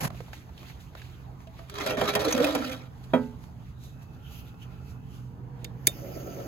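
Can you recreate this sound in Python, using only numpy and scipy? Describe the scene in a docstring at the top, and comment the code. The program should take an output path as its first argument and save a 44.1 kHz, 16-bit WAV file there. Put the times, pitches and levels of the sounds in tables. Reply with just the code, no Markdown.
"""A short scrape, small knocks and a rustling sleeve, outdoors beside a ceramic grill. A sheet-steel ash
drawer is dragged out over grit, flexing and ringing as it catches, and drops on its stop. Fingers squeak,
a lighter's spring hammer clicks twice, and its gas jet lights and roars into the hollow under the grill.
A low hum fills the yard. Each source reaches a phone by two paths, which its ports mix to left and right."""
import sys
import numpy as np
from scipy import signal
from scipy.fft import rfft, irfft, next_fast_len
from scipy.io import wavfile
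from scipy.ndimage import uniform_filter1d

SR = 44100
rng = np.random.default_rng(int(sys.argv[2]) if len(sys.argv) > 2 else 0)


def generate_wav(sig):
    """Save sig (samples, or channels by samples) to the path in sys.argv[1] as 16-bit PCM at SR."""
    pcm = np.round(np.clip(np.atleast_2d(sig).T, -1, 1) * 32767).astype(np.int16)
    wavfile.write(sys.argv[1], SR, pcm)


N = 285327
PULL_START, PULL_SAMPLES = 3 * SR // 2, 9 * SR // 4
PULL_END = PULL_START + PULL_SAMPLES
PULL_TIME_S = np.arange(PULL_START, PULL_END) / SR
HELD_BAND_HZ, FREE_BAND_HZ = (590, 3500), (69, 2430)  # drive on the tray: in its rails, hanging free

# Slide on the rails: (time [s], grit level [dB])
SLIDE_DB = [(1.68, -62), (1.72, -44.5), (1.785, -37), (1.91, -32.5), (2.03, -39), (2.1, -30), (2.2, -35.5),
            (2.42, -36), (2.58, -38.5), (2.72, -40.5), (2.88, -63)]
def drawer(stall_s=0.066, rub_db=-27.5):
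    """Grit under the rails hisses, flexes the tray and rings it; catches and the final drop strike it."""
    gate, grit_db = (curve[PULL_START:PULL_END] for curve in played(SLIDE_DB))
    stalls_db = sum(db * hump(PULL_TIME_S, s, stall_s, 0.0033) for s, _, _, db, _, _ in TRAY_BLOWS)
    grit_db = grit_db + stalls_db
    rubbing = friction()
    flexing = flex(rubbing)
    judder_db = 2.45 * evened(uniform_filter1d(rng.standard_normal(PULL_SAMPLES), 400))
    rubbing = rubbing * amp(judder_db)
    rub_force = gate * amp(grit_db + rub_db) * bandpass(rubbing, HELD_BAND_HZ)
    blow_force, impacts = blows()
    slide = gate * (flexing + amp(grit_db) * grit(rubbing))
    return np.pad(tray(rub_force + blow_force) + slide + impacts, ((0, 0), (PULL_START, N - PULL_END)))


def friction(grains_per_s=2500):
    """Single grains crunch over a patchy hiss."""
    grain_db = 3.55 * np.minimum(rng.exponential(1, PULL_SAMPLES), 3.3)
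    hits = rng.random(PULL_SAMPLES) < grains_per_s / SR
    grains = amp(grain_db) * hits * rng.standard_normal((2, PULL_SAMPLES))
    hiss = noise([(100, 0), (16000, 0)], 4.2, 0.76, span=(PULL_START, PULL_END))
    return evened(grains + 0.56 * hiss[:, PULL_START:PULL_END])


# Crack spectrum: (frequency [Hz], gain [dB])
CRACK_EQ = [(200, -32), (500, -13), (1000, -0.5), (1600, -5), (2500, -6.5), (3500, -5), (5400, -8.5),
            (6500, -10), (9000, -8), (12000, -13), (15500, -21)]
# Packed small modes: (frequency [Hz], gain [dB])
CLATTER_EQ = [(90, -23), (180, -5.5), (350, -10.5), (700, -9), (1100, -12.5), (2400, -22), (3200, -35.5),
              (6000, -54)]
# Catches, then the drop: (time [s], crack [dB], drive [dB], stall before [dB], clink [Hz], clink [dB])
TRAY_BLOWS = [(1.6962, -34, -71, 1, 1230, -42), (1.7397, -38, -45, -12, 1180, -36),
              (1.7975, -41, -50, -3.5, 2530, -39), (1.862, -24, -26, -4, 1700, -28),
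              (1.9048, -30, -26, -0.5, 2660, -30.5), (1.97, -35, -26.5, -18, 1780, -29),
              (1.977, -47, -37, -2, 260, -26), (2.0117, -26, -19, 3.5, 3070, -28),
              (2.016, -37, -34, 1, 503, -19), (2.04, -44, -47, -1.5, 200, -25.5),
              (2.0828, -35.5, -25.5, 3.5, 3240, -28), (2.1342, -45, -32, -8, 3240, -40),
              (2.151, -15, -21, -9.5, 4760, -31.5), (2.1556, -27.5, -25, 4, 3130, -25),
              (2.1625, -34, -23, 3, 800, -22.5), (2.192, -34, -45, -12, 4350, -40),
              (2.2046, -31, -31, 1.5, 2290, -36), (2.2158, -29, -27, 4.5, 2330, -31),
              (2.248, -23.5, -26.5, -2, 4100, -29), (2.3237, -19, -28.5, 4, 6310, -21.5),
              (2.348, -33, -30, 0.5, 2510, -32), (2.349, -46, -50, 1, 199, -20),
              (2.3764, -26, -23, -2, 3240, -29), (2.402, -42, -28, -1.5, 540, -20),
              (2.412, -43, -33, 1, 290, -23), (2.4306, -30, -26.5, -4.5, 2310, -38),
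              (2.444, -20, -27.5, 7, 2535, -19.5), (2.507, -34, -36, 3, 3330, -37),
              (2.5491, -20.5, -20.5, -0.5, 2560, -38), (2.62, -45, -45, -2.8, 1360, -29.5),
              (2.643, -46, -47, 0.5, 1360, -31), (2.6978, -44, -42, -0.5, 2340, -43),
              (2.727, -34, -61, 1, 2340, -37), (3.134, -45.5, -19, 0.1, 3230, -38)]
def blows():
    """Each blow pushes the tray and sounds a crack, clink and clatter. Returns force and sound."""
    force, cracks, clinks, clatter = np.zeros((4, 2, PULL_SAMPLES))
    tap = np.pad(np.hanning(12), (60, SR // 5 - 72))
    for s, crack_db, drive_db, _, clink_hz, clink_db in TRAY_BLOWS:
        held, at_s = s < SLIDE_DB[-1][0], s - PULL_START / SR
        add(cracks, at_s, amp(crack_db) * burst(0.033 if held else 0.2, rise_s=0.002))
        clink = ring(burst(0.017, rise_s=.0015), clink_hz, t60_s=0.036)
        add(clinks, at_s, amp(clink_db) * peaked(clink))
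        scrape = burst(0.033, rise_s=0.0022)
        push = bandpass(.3 * tap + .31 * scrape, HELD_BAND_HZ) if held else (
            bandpass(tap + .08 * scrape, FREE_BAND_HZ))
        add(force, at_s, amp(drive_db - 14.5) * push)
        trim_db, t60_s = (-9, 0.29) if held else (-5.5, .17)
        add(clatter, at_s, amp(drive_db + trim_db) * burst(t60_s, rise_s=0.00077))
    cracks = coloured(cracks, CRACK_EQ) * cracks.std()
    clatter = coloured(clatter, CLATTER_EQ) * clatter.std()
    return force, clinks + cracks + clatter


# Steel modes: (frequency [Hz], gain held [dB], gain free [dB], t60 [s])
TRAY_MODES = [(175, -12, -5, 0.15), (235, -10, -8.5, 0.58), (255.5, -1, -0.5, 0.34), (308, -3, -18, 0.28),
              (335, -6, -11, 0.14), (426, -13.5, -11, 0.42), (510.3, -3.5, -6, 0.22),
              (550, -17, -11.5, 0.25), (594.7, -6.5, -10, 0.2), (649, 0.5, 4, 0.074),
              (710, -25, -1.5, 0.052), (722, -17.5, -21, .25), (763, -0.5, -2, 0.034), (805, -11, -15, 0.2),
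              (878, -26, -18, 0.56), (954, -21, -7.5, 0.17), (997, -19, -15, 0.18), (1070, -30, -22, 0.099),
              (1227, -13.5, -14, 0.16), (1300, -25, -13, 0.19), (1337, -8, -16, 0.13),
              (1460, -16, -20, 0.29), (1577, -25, -22, 0.34), (1846, -7, -17, 0.087),
              (1970, -27, -24, 0.32), (2340, -11, -13, 0.11), (2528, -11.5, -14.5, 0.088),
              (3235, -9.5, -5.5, 0.12), (3380, -8.5, -6, 0.042), (3820, -11.5, -13, .1)]
def tray(force):
    """One set of modes, weighted as held in the rails until the drop, then as hanging free."""
    drop = round((TRAY_BLOWS[-1][0] - .01) * SR) - PULL_START
    held = free = 0
    for k, (hz, held_db, free_db, t60_s) in enumerate(TRAY_MODES):
        sign = (-1) ** k  # neighbours swing opposite ways
        held += sign * amp(held_db) * ring(force[:, :drop], hz, t60_s)
        free += sign * amp(free_db) * ring(force[:, drop:], hz, t60_s)
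    return np.hstack([held, free])


# Jerks of the pull: (peak [s], low mode [dB], upper mode [dB], low [Hz], upper [Hz], 20 dB fade [s])
PULL_JERKS = [(1.73, -46.5, -69, 397, 610, 0.31), (1.79, -41, -53, 413, 576, 0.19),
              (1.87, -40, -32.5, 410, 580, 0.18), (1.94, -35, -42, 407, 630, 0.051),
              (2.024, -31, -30.5, 402, 488, 0.075), (2.08, -36, -56, 416, 494, 0.081),
              (2.157, -35, -38.5, 415, 687, 0.097), (2.21, -38, -31, 407, 579, 0.05),
              (2.247, -63, -45, 314, 545, 0.087), (2.281, -27, -23, 307, 483.6, 0.05),
              (2.352, -28.5, -30, 240, 556, 0.046), (2.382, -29, -29, 264, 532, 0.044),
              (2.412, -23, -20.5, 292, 506, 0.046), (2.446, -36, -29.5, 294, 618, 0.062),
              (2.478, -38, -37, 297, 550, 0.041), (2.52, -36, -48, 293, 656, 0.022),
              (2.561, -31.5, -28, 273, 472, 0.066), (2.609, -33, -51, 266, 500, 0.14),
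              (2.68, -40.5, -44, 254, 524, 0.1), (2.73, -48.5, -54, 253, 508, 0.07)]
def flex(rubbing, swell_s=0.0342):
    """Each jerk flexes the tray and resets two pitches; the low one drops once the tray is half out."""
    peak_s, low_db, upper_db, low_hz, upper_hz, fade_s = np.transpose(PULL_JERKS)
    jerks = np.array([hump(PULL_TIME_S, s, swell_s, fade) for s, fade in zip(peak_s, fade_s)])
    latest = np.clip(np.searchsorted(peak_s - swell_s / 2, PULL_TIME_S) - 1, 0, None)
    low = steadied(resonance(rubbing, low_hz[latest], width_hz=33), 0.71)
    upper = steadied(resonance(rubbing, upper_hz[latest], width_hz=63), 0.71)
    return amp(low_db) @ jerks * low + amp(upper_db) @ jerks * upper


# Grit on steel: (frequency [Hz], gain [dB])
GRIT_EQ = [(90, -13), (180, -4), (330, 8.5), (480, 0), (700, -12.5), (1000, -4), (1600, -3), (2500, -4),
           (3500, -3), (5400, -8.5), (6500, -8), (9000, -14.5), (12000, -13), (15500, -24)]
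def grit(rubbing):
    """Friction noise plus faint high modes, each waking only while the contact point suits it."""
    waking = amp(10.5 * np.clip(rng.standard_normal((30, 40)), -3, 1.4))
    spots = np.linspace(0, PULL_SAMPLES, 40)
    modes_hz = np.geomspace(900, 6000, 30) * rng.uniform(0.905, 1.047, 30)
    sheet = sum(ring(rubbing * np.interp(np.arange(PULL_SAMPLES), spots, gains), hz, 70 / hz)
                for gains, hz in zip(waking, modes_hz))
    return coloured(rubbing + 0.5 * evened(sheet), GRIT_EQ)


# Lighter body: (frequency [Hz], gain [dB], t60 [s])
LIGHTER_MODES = [(2340, -6.5, 0.013), (3710, -28, 0.05), (3630, -16, 0.086), (5070, -17, 0.008),
                 (6750, -1.5, 0.0052), (7750, -23.5, 0.073), (10870, -1.5, 0.011), (11800, -9.5, 0.015),
                 (1440, -23, 0.033), (1890, -19.5, 0.025), (14600, -28, .008)]
# Clicks: (time [s], snap peak [dB], rattle length [s], ring in snap [dB], thud [dB], casing knock [dB])
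LIGHTER_CLICKS = [(5.6447, -25, 0.0036, -24, -67, -30), (5.8703, -1.5, 0.0066, -25.5, -21, -20)]
def lighter(bounce_s=.0019):
    """The spring hammer snaps, rattles for a few ms in the casing, then lands with a small thud."""
    mix, t = np.zeros((2, N)), np.arange(6000) / SR
    highpass = signal.butter(3, 2100, "high", fs=SR, output="sos")  # a small casing radiates no bass
    thud = np.sin(2 * np.pi * 380 * t) * amp(-60 * t / 0.014) * np.ones((2, 1))
    for s, snap_db, length_s, ring_db, thud_db, knock_db in LIGHTER_CLICKS:
        envelope = np.exp(-t / 0.014) * (1 - np.exp(-t / 0.000051))
        cutoff = np.clip((length_s - t) / 0.0016, .12, 1)
        bounces = 0.6 + np.exp(-(t % bounce_s) / 0.0013)
        first_strike = 1.15 * np.exp(-t / 0.00098)
        rattle = rng.standard_normal((2, len(t))) * envelope * cutoff * (bounces + first_strike)
        body = sum(amp(db) * ring(rattle, hz, t60_s) for hz, db, t60_s in LIGHTER_MODES)
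        snap = amp(ring_db) * body + 0.42 * signal.sosfilt(highpass, rattle)
        casing = sum(ring(burst(0.023, rise_s=0.00067), hz, 0.006) for hz in (2210, 2360, 3310, 4900))
        add(mix, s, amp(snap_db) * peaked(snap))
        add(mix, s + length_s / 2, amp(knock_db) * peaked(casing))
        add(mix, s + length_s, amp(thud_db) * thud)
    return mix


# Flame spectrum: (frequency [Hz], gain [dB])
ROAR_EQ = [(120, -24), (200, -6), (350, 8), (544, -1), (700, 4.5), (950, -44), (1320, -9), (1700, -45),
           (2400, -31), (3500, -54)]
# Nozzle spectrum: (frequency [Hz], gain [dB])
NOZZLE_EQ = [(2000, 3), (3000, 3), (4000, -8), (4800, 2), (5600, -1), (6500, 6.5), (8000, -19),
             (10000, -21), (11500, 4.5), (13000, -2), (14500, 1), (15500, -6)]
# Hollow under the grill: (frequency [Hz], t60 [s], gain [dB])
FIREBOX_MODES = [(560, 0.14, 1.5), (623, 0.032, -23), (1320, 0.1, -8.5), (2330, .05, -22)]
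# Flame licks: (time [s], boost [dB])
FLARES_DB = [(6.05, 2.5), (6.168, 8.5), (6.275, 8), (6.408, 5.5)]
# Gas opens, pops alight, burns: (time [s], roar [dB], hiss [dB])
JET_DB = [(5.72, -92, -80), (5.86, -78, -60), (5.885, -39.5, -50), (5.93, -70, -52), (5.97, -50.5, -52.5),
          (6.03, -46, -52), (6.47, -42, -51.5)]
def gas_jet(flare_s=0.029):
    """Gas hisses from the nozzle; once lit, the flame roars in the hollow under the grill."""
    span, t = (N - SR, N), np.arange(N) / SR
    gate, roar_db, hiss_db = played(JET_DB)
    roar_db = roar_db + sum(db * hump(t, s, 0.4 * flare_s, flare_s) for s, db in FLARES_DB)
    flame = noise([(100, 0), (4000, 0)], 1.8, 1.0, size=512, span=span)
    hollow = sum(amp(db) * ring(flame, hz, t60_s) for hz, t60_s, db in FIREBOX_MODES)
    roar = noise(ROAR_EQ, 1.0, 0.88, size=512, span=span) + 0.034 * hollow
    hiss = noise(NOZZLE_EQ, 2.2, 0.41, span=span)
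    return gate * (amp(roar_db) * roar + amp(hiss_db) * hiss)


# Scrape spectrum: (frequency [Hz], gain [dB])
SCUFF_EQ = [(250, -17.5), (480, 1.5), (640, -13), (820, 3), (1130, -9.5), (1600, -6.5), (3500, -15),
            (6000, -15.5), (12000, -16), (15500, -31)]
# Opening scrape: (time [s], scrape [dB], thump [dB])
SCUFF_DB = [(0, -65, -62), (.008, -31, -49), (.02, -34, -33.5), (.03, -35.5, -30), (.042, -28.5, -34),
            (.058, -30, -25.5), (.068, -42, -46), (.078, -36, -53), (.085, -51, -50)]
def scuff():
    """A short coarse scrape with a thump under it."""
    gate, scrape_db, thump_db = played(SCUFF_DB)
    thump = steadied(evened(ring(rng.standard_normal((2, N)), hz=158.5, t60_s=0.27)), 0.57)
    scrape = noise(SCUFF_EQ, 1.0, 1.0, span=(0, SR // 8))
    return gate * (amp(scrape_db) * scrape + amp(thump_db) * thump)


# Hand and tool: (time [s], peak [dB], pitch [Hz], t60 [s], tick peak [dB], tick pitch [Hz])
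HAND_KNOCKS = [(0.103, -32.5, 700, 0.021, -53, 1200), (.117, -50, 800, .012, -56, 1300),
               (.145, -41, 700, 0.029, -66, 1000), (0.204, -30, 500, 0.018, -43, 1220),
               (.282, -41, 600, 0.011, -49, 1800), (0.331, -36, 885, 0.058, -32, 1830),
               (.492, -41, 820, 0.022, -53, 1200), (.576, -58, 1470, 0.0069, -41.5, 3000),
               (0.63, -40.5, 750, 0.0094, -57, 1500), (.699, -42, 770, 0.015, -46, 2000),
               (.951, -33.5, 700, 0.016, -47, 1300), (0.996, -45, 2190, 0.0056, -56, 2960),
               (1.017, -38, 1650, 0.008, -44, 2200), (1.404, -42, 520, 0.012, -65, 1480),
               (1.471, -44.5, 654, 0.14, -46, 2860), (1.591, -41, 668, 0.16, -43, 1400),
               (3.038, -54, 1510, .01, -48, 4000), (3.439, -42, 870, 0.01, -71, 3000),
               (4.542, -43.5, 404, 0.029, -66, 900), (4.655, -49, 540, 0.025, -61, 990)]
def knocks():
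    """Dry taps ring a damped mode and an overtone, with a higher tick on top."""
    mix = np.zeros((2, N))
    for s, db, hz, t60_s, tick_db, tick_hz in HAND_KNOCKS:
        push = burst(0.016 + 0.32 * t60_s, rise_s=0.0004)
        note = ring(push, hz, t60_s) + 0.64 * ring(push, 1.37 * hz, 0.0077)
        tick = ring(burst(0.042, rise_s=0.00063), tick_hz, 0.0028)
        add(mix, s, amp(db) * peaked(note) + amp(tick_db) * peaked(tick))
    return mix


# Cloth hiss: (frequency [Hz], gain [dB])
CLOTH_EQ = [(1500, -9.5), (4000, -2), (5500, 2.5), (6500, 5), (9000, -1), (12000, 2.5), (15500, -19)]
# Cloth swish: (frequency [Hz], gain [dB])
SWISH_EQ = [(900, -10), (1800, 1), (2500, 3.5), (2900, 2), (3300, 2), (4500, -1.5), (6000, -18)]
# Finest treble: (time [s], level re hiss [dB])
SHEEN_DB = [(0, -16), (.5, -7), (1.2, -10), (3.3, -16), (3.84, -10), (4.1, -6), (4.4, 0.5), (4.7, -11),
            (4.95, -6), (5.3, -12), (6.47, -11)]
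# Sleeve and finger moves: (peak [s], hiss [dB], swish [dB], 20 dB swell [s], 20 dB fade [s])
SLEEVE_STROKES = [(.168, -60, -57, 0.11, 0.48), (.333, -55.5, -53.5, 0.0066, 0.1),
                  (.6, -63.5, -61, 0.089, 0.54), (.7, -62, -50.5, 0.093, 0.046),
                  (.805, -59, -62.5, 0.013, 0.092), (.975, -65, -53.5, 0.033, 0.33),
                  (1.05, -70.5, -80.5, 0.052, 0.51), (1.418, -67, -66, 0.035, 0.068),
                  (1.59, -64, -58, 0.11, 0.24), (2.984, -74.5, -70, 0.41, 0.23),
                  (3.042, -63, -61, 0.014, 0.028), (3.24, -64, -61.5, 0.36, 0.23),
                  (3.44, -63.5, -64.5, 0.056, 0.062), (3.7, -69.5, -66, 0.34, 0.065),
                  (3.84, -55.5, -62, 0.058, 0.14), (4.03, -61.5, -62.5, 0.043, 0.043),
                  (4.15, -71, -67, 0.12, 0.078), (4.33, -56, -62, 0.12, 0.15),
                  (4.4, -55.5, -64, 0.11, 0.027), (4.485, -63, -60, 0.075, 0.066),
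                  (4.63, -60.5, -65, 0.066, 0.046), (4.72, -73, -62, 0.088, 0.2),
                  (4.91, -58.5, -63.5, 0.12, 0.062), (5.15, -60, -64.5, 0.13, 0.18),
                  (5.62, -70, -65.5, 0.099, 0.21)]
def rustle(rest_hiss_db=-82.5, rest_swish_db=-90):
    """Cloth slides on cloth, never quite still: a fine hiss and a lower swish."""
    hiss, swish = noise(CLOTH_EQ, .6, .6), noise(SWISH_EQ, 2.5, 1.)
    sheen = evened(signal.lfilter([1, -3, 3, -1], [1], hiss))
    hiss = hiss + amp(played(SHEEN_DB)[1]) * sheen
    t = np.arange(0, N + 64, 64) / SR
    strokes = np.array([hump(t, s, swell, fade) for s, _, _, swell, fade in SLEEVE_STROKES])
    _, hiss_db, swish_db, _, _ = np.transpose(SLEEVE_STROKES)
    level = lambda db, rest_db: np.interp(np.arange(N) / SR, t, amp(db) @ strokes + amp(rest_db))
    return level(hiss_db, rest_hiss_db) * hiss + level(swish_db, rest_swish_db) * swish


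# Rubbing notes: (peak [s], level [dB], pitch [Hz], 20 dB swell and fade [s])
FINGER_SQUEAKS = [(3.85, -61, 3770, 0.13), (4.269, -55, 3070, 0.066), (4.359, -54, 2900, 0.14),
                  (4.411, -60, 2850, 0.046), (4.629, -52.5, 2960, 0.041), (5.15, -62.5, 2960, 0.17)]
def squeaks():
    """Fingers rub a smooth face: short swells of narrow-band noise."""
    mix, t = np.zeros((2, N)), np.arange(SR // 2) / SR
    for s, db, hz, ramp_s in FINGER_SQUEAKS:
        note = resonance(rng.standard_normal((2, len(t))), np.full(len(t), hz), width_hz=620)
        add(mix, s - .25, amp(db) * hump(t, .25, ramp_s, ramp_s) * note)
    return mix


# Hum bands: (centre [Hz], nominal width [Hz], gain [dB])
YARD_BANDS = [(74, 22.4, -12.5), (124.2, 10.6, -2), (174.7, 13, -10.5), (230.7, 13.7, -15.5),
              (274.7, 6.8, -20), (350.3, 7.3, -28), (443, 10.4, -25)]
# Hum envelope: (time [s], level [dB])
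HUM_DB = [(0, -37), (.36, -47), (.97, -47.5), (1.33, -44.5), (1.65, -48), (2.05, -39.5), (2.5, -48),
          (3.15, -41.5), (4.23, -44), (5.0, -41.5), (5.75, -39.5), (6.47, -40)]
# Rumble spectrum: (frequency [Hz], gain [dB])
RUMBLE_EQ = [(20, -12), (40, -9), (70, 16), (100, 1), (150, 3.5), (200, -12), (300, -20.5), (500, -35),
             (900, -45)]
# Distant wash spectrum: (frequency [Hz], gain [dB])
WASH_EQ = [(150, -2), (300, 4.5), (500, -5), (800, 0), (1400, -8), (2200, -18), (4000, -28), (8000, -36.5),
           (16000, -45)]
# Distant wash envelope: (time [s], level [dB])
WASH_DB = [(0, -52.5), (.4, -55.5), (3.3, -55), (3.8, -58.5), (4.1, -57), (5.3, -57), (5.65, -52.5),
           (6.47, -56)]
def yard(rumble_db=-48.5):
    """A hum wavers in a few narrow bands over rumble and a distant wash."""
    shake, hum = rng.standard_normal((2, N)), 0
    for hz, width_hz, db in YARD_BANDS:
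        t60_s = 1.5 / width_hz
        band = evened(ring(ring(shake, hz, t60_s), hz, t60_s))
        hum += amp(db) * steadied(band, 0.67, window=2000, floor=0.07)
    rumble = noise(RUMBLE_EQ, 0.34, 0.53, size=2048)
    wash = noise(WASH_EQ, 2.45, 0.21, size=512)
    return amp(played(HUM_DB)[1]) * hum + amp(rumble_db) * rumble + amp(played(WASH_DB)[1]) * wash


# Bands in the wash: (start [s], end [s], centre [Hz], width [Hz], level [dB])
DISTANT_BANDS = [(4.05, 5.05, 1374, 210, -65), (5.2, 7, 480, 27, -61), (5.2, 5.8, 960, 100, -65),
                 (3.9, 6.4, 830, 60, -67.5), (3.8, 5.2, 2600, 130, -71.5)]
def drifts():
    """Faint distant bands of noise fade in, hold and fade out."""
    mix = np.zeros((2, N))
    for start_s, end_s, hz, width_hz, db in DISTANT_BANDS:
        size = round((end_s - start_s) * SR)
        band = resonance(rng.standard_normal((2, size)), np.full(size, hz), width_hz)
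        add(mix, start_s, amp(db) * signal.windows.tukey(size, .3) * band)
    return mix


def amp(db):
    return 10 ** (np.asarray(db) / 20)


def evened(x):
    return x / np.sqrt(np.mean(x ** 2) + 1e-20)


def peaked(x):
    return x / abs(x).max(axis=1, keepdims=True)


def steadied(x, share, window=600, floor=.05):
    """Divides out a share of a narrow band's wavering."""
    return x / (uniform_filter1d(x ** 2, window) + floor) ** (.5 * share)


def add(mix, s, sound):
    part = mix[:, round(s * SR):][:, :sound.shape[1]]
    part += sound[:, :part.shape[1]]


def read(points, hz):
    """Interpolates on a log-frequency axis."""
    points_hz, value = np.transpose(points)
    return np.interp(np.log(hz + 1), np.log(points_hz + 1), value)


def played(rows):
    """A gate open over the table's time span, then each column per sample."""
    s, *columns = np.transpose(rows)
    t = np.arange(N) / SR
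    gate = uniform_filter1d(1. * (t >= s[0]) * (t <= s[-1]), 441)
    return gate, *(np.interp(t, s, column) for column in columns)


def hump(t, s, swell_s, fade_s):
    """Gain rising 20 dB per swell_s up to time s, then falling 20 dB per fade_s."""
    return amp(-20 * np.where(t < s, (s - t) / max(swell_s, .004), (t - s) / max(fade_s, .004)))


def burst(t60_s, rise_s):
    """A dying puff of noise on both paths."""
    t = np.arange(SR // 5) / SR
    return rng.standard_normal((2, len(t))) * amp(-60 * t / t60_s) * (1 - np.exp(-t / rise_s))


def noise(eq, patchy_db, flicker_db, size=256, span=(0, N)):
    """Shaped noise with drifting spectral patches and broadband flicker, silent outside the span."""
    length, hop, hz = span[1] - span[0], size // 4, np.fft.rfftfreq(size, 1 / SR)
    re1, im1, re2, im2, patches = rng.standard_normal((length // hop + 5, len(hz), 5), np.float32).T
    flicker = evened(uniform_filter1d(patches[0], 5))
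    patches = evened(uniform_filter1d(uniform_filter1d(patches, 5, 0), 24, 1))
    gain = amp(read(eq, hz)[:, None] + patchy_db * patches + flicker_db * flicker)
    spectra = np.array([re1 + 1j * im1, re2 + 1j * im2]) * gain
    _, sound = signal.istft(spectra, nperseg=size, noverlap=size - hop)
    return np.pad(evened(sound[:, :length]), ((0, 0), (span[0], N - span[1])))


def coloured(x, eq):
    """Filters by a spectrum, to unit RMS."""
    size = next_fast_len(x.shape[1])
    gain = amp(read(eq, np.fft.rfftfreq(size, 1 / SR)))
    return evened(irfft(rfft(x, size) * gain, size)[:, :x.shape[1]])


def bandpass(x, band_hz):
    return signal.sosfilt(signal.butter(2, band_hz, "band", fs=SR, output="sos"), x)


def ring(x, hz, t60_s):
    """One damped mode; passes no deep bass."""
    r, w = 10 ** (-3 / (t60_s * SR)), 2 * np.pi * hz / SR
    return signal.lfilter([.5, 0, -.5], [1, -2 * r * np.cos(w), r * r], x)


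def resonance(x, hz, width_hz):
    """Steep band following a pitch curve: shift to zero, smooth twice, shift back."""
    turn, r = np.exp(2j * np.pi * np.cumsum(hz) / SR), np.exp(-np.pi * width_hz / SR)
    return evened((turn * signal.lfilter([1], [1, -2 * r, r * r], x / turn)).real)


def nearby(x, share=0.2):
    """A close source: its second path carries a share of the first."""
    return np.array([x[0], share * x[0] + np.sqrt(1 - share ** 2) * x[1]])


def scene():
    """All sources, on two paths."""
    background = yard() + drifts()
    handling = rustle() + squeaks() + scuff()
    return background + handling + nearby(drawer() + knocks() + lighter()) + gas_jet()


# Port phase: (frequency [Hz], left lead [rad])
PORT_LEAD_RAD = [(0, 0), (250, -.3), (900, 1), (1500, .8), (1900, -1), (2800, 1.6), (3400, 2.4),
                 (3800, 1.3), (4700, .8), (5300, 2.9), (5600, 3.6), (6800, 5.8), (7400, 3.4), (8300, 3.14),
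                 (9500, 3.14), (10500, 2.3), (12400, 0), (17000, 0)]
# Port likeness: (frequency [Hz], share of first path in right port [0-1])
PORT_COHERENCE = [(60, 0.95), (400, 0.79), (900, 0.037), (2000, 0.012), (5000, 0.35), (6300, 1),
                  (7200, 0.42), (8500, 1), (9600, 0.97), (10800, 0.019), (12000, 0.2), (12600, 1),
                  (17000, 1)]
# Port balance: (frequency [Hz], left minus right [dB])
PORT_TILT_DB = [(60, -4.5), (300, -3.5), (1000, -1), (3000, -2.5), (7000, -1), (16000, 1)]
def record(dry, cutoff_hz=16000):
    """Both ports hear the first path, offset in phase and level; the right also hears the second."""
    size = next_fast_len(N + 4096)
    hz = np.fft.rfftfreq(size, 1 / SR)
    first, second = rfft(dry, size)
    share = read(PORT_COHERENCE, hz)
    offset = np.exp(.5j * read(PORT_LEAD_RAD, hz)) * amp(.5 * read(PORT_TILT_DB, hz))
    left = first * offset
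    right = (share * first + np.sqrt(1 - share ** 2) * second) / offset
    lowpass = signal.firwin(511, cutoff_hz, window=("kaiser", 9), fs=SR)
    return signal.oaconvolve(irfft([left, right], size)[:, :N], lowpass[None], "same")


dry = scene()
out = record(dry)
generate_wav(out)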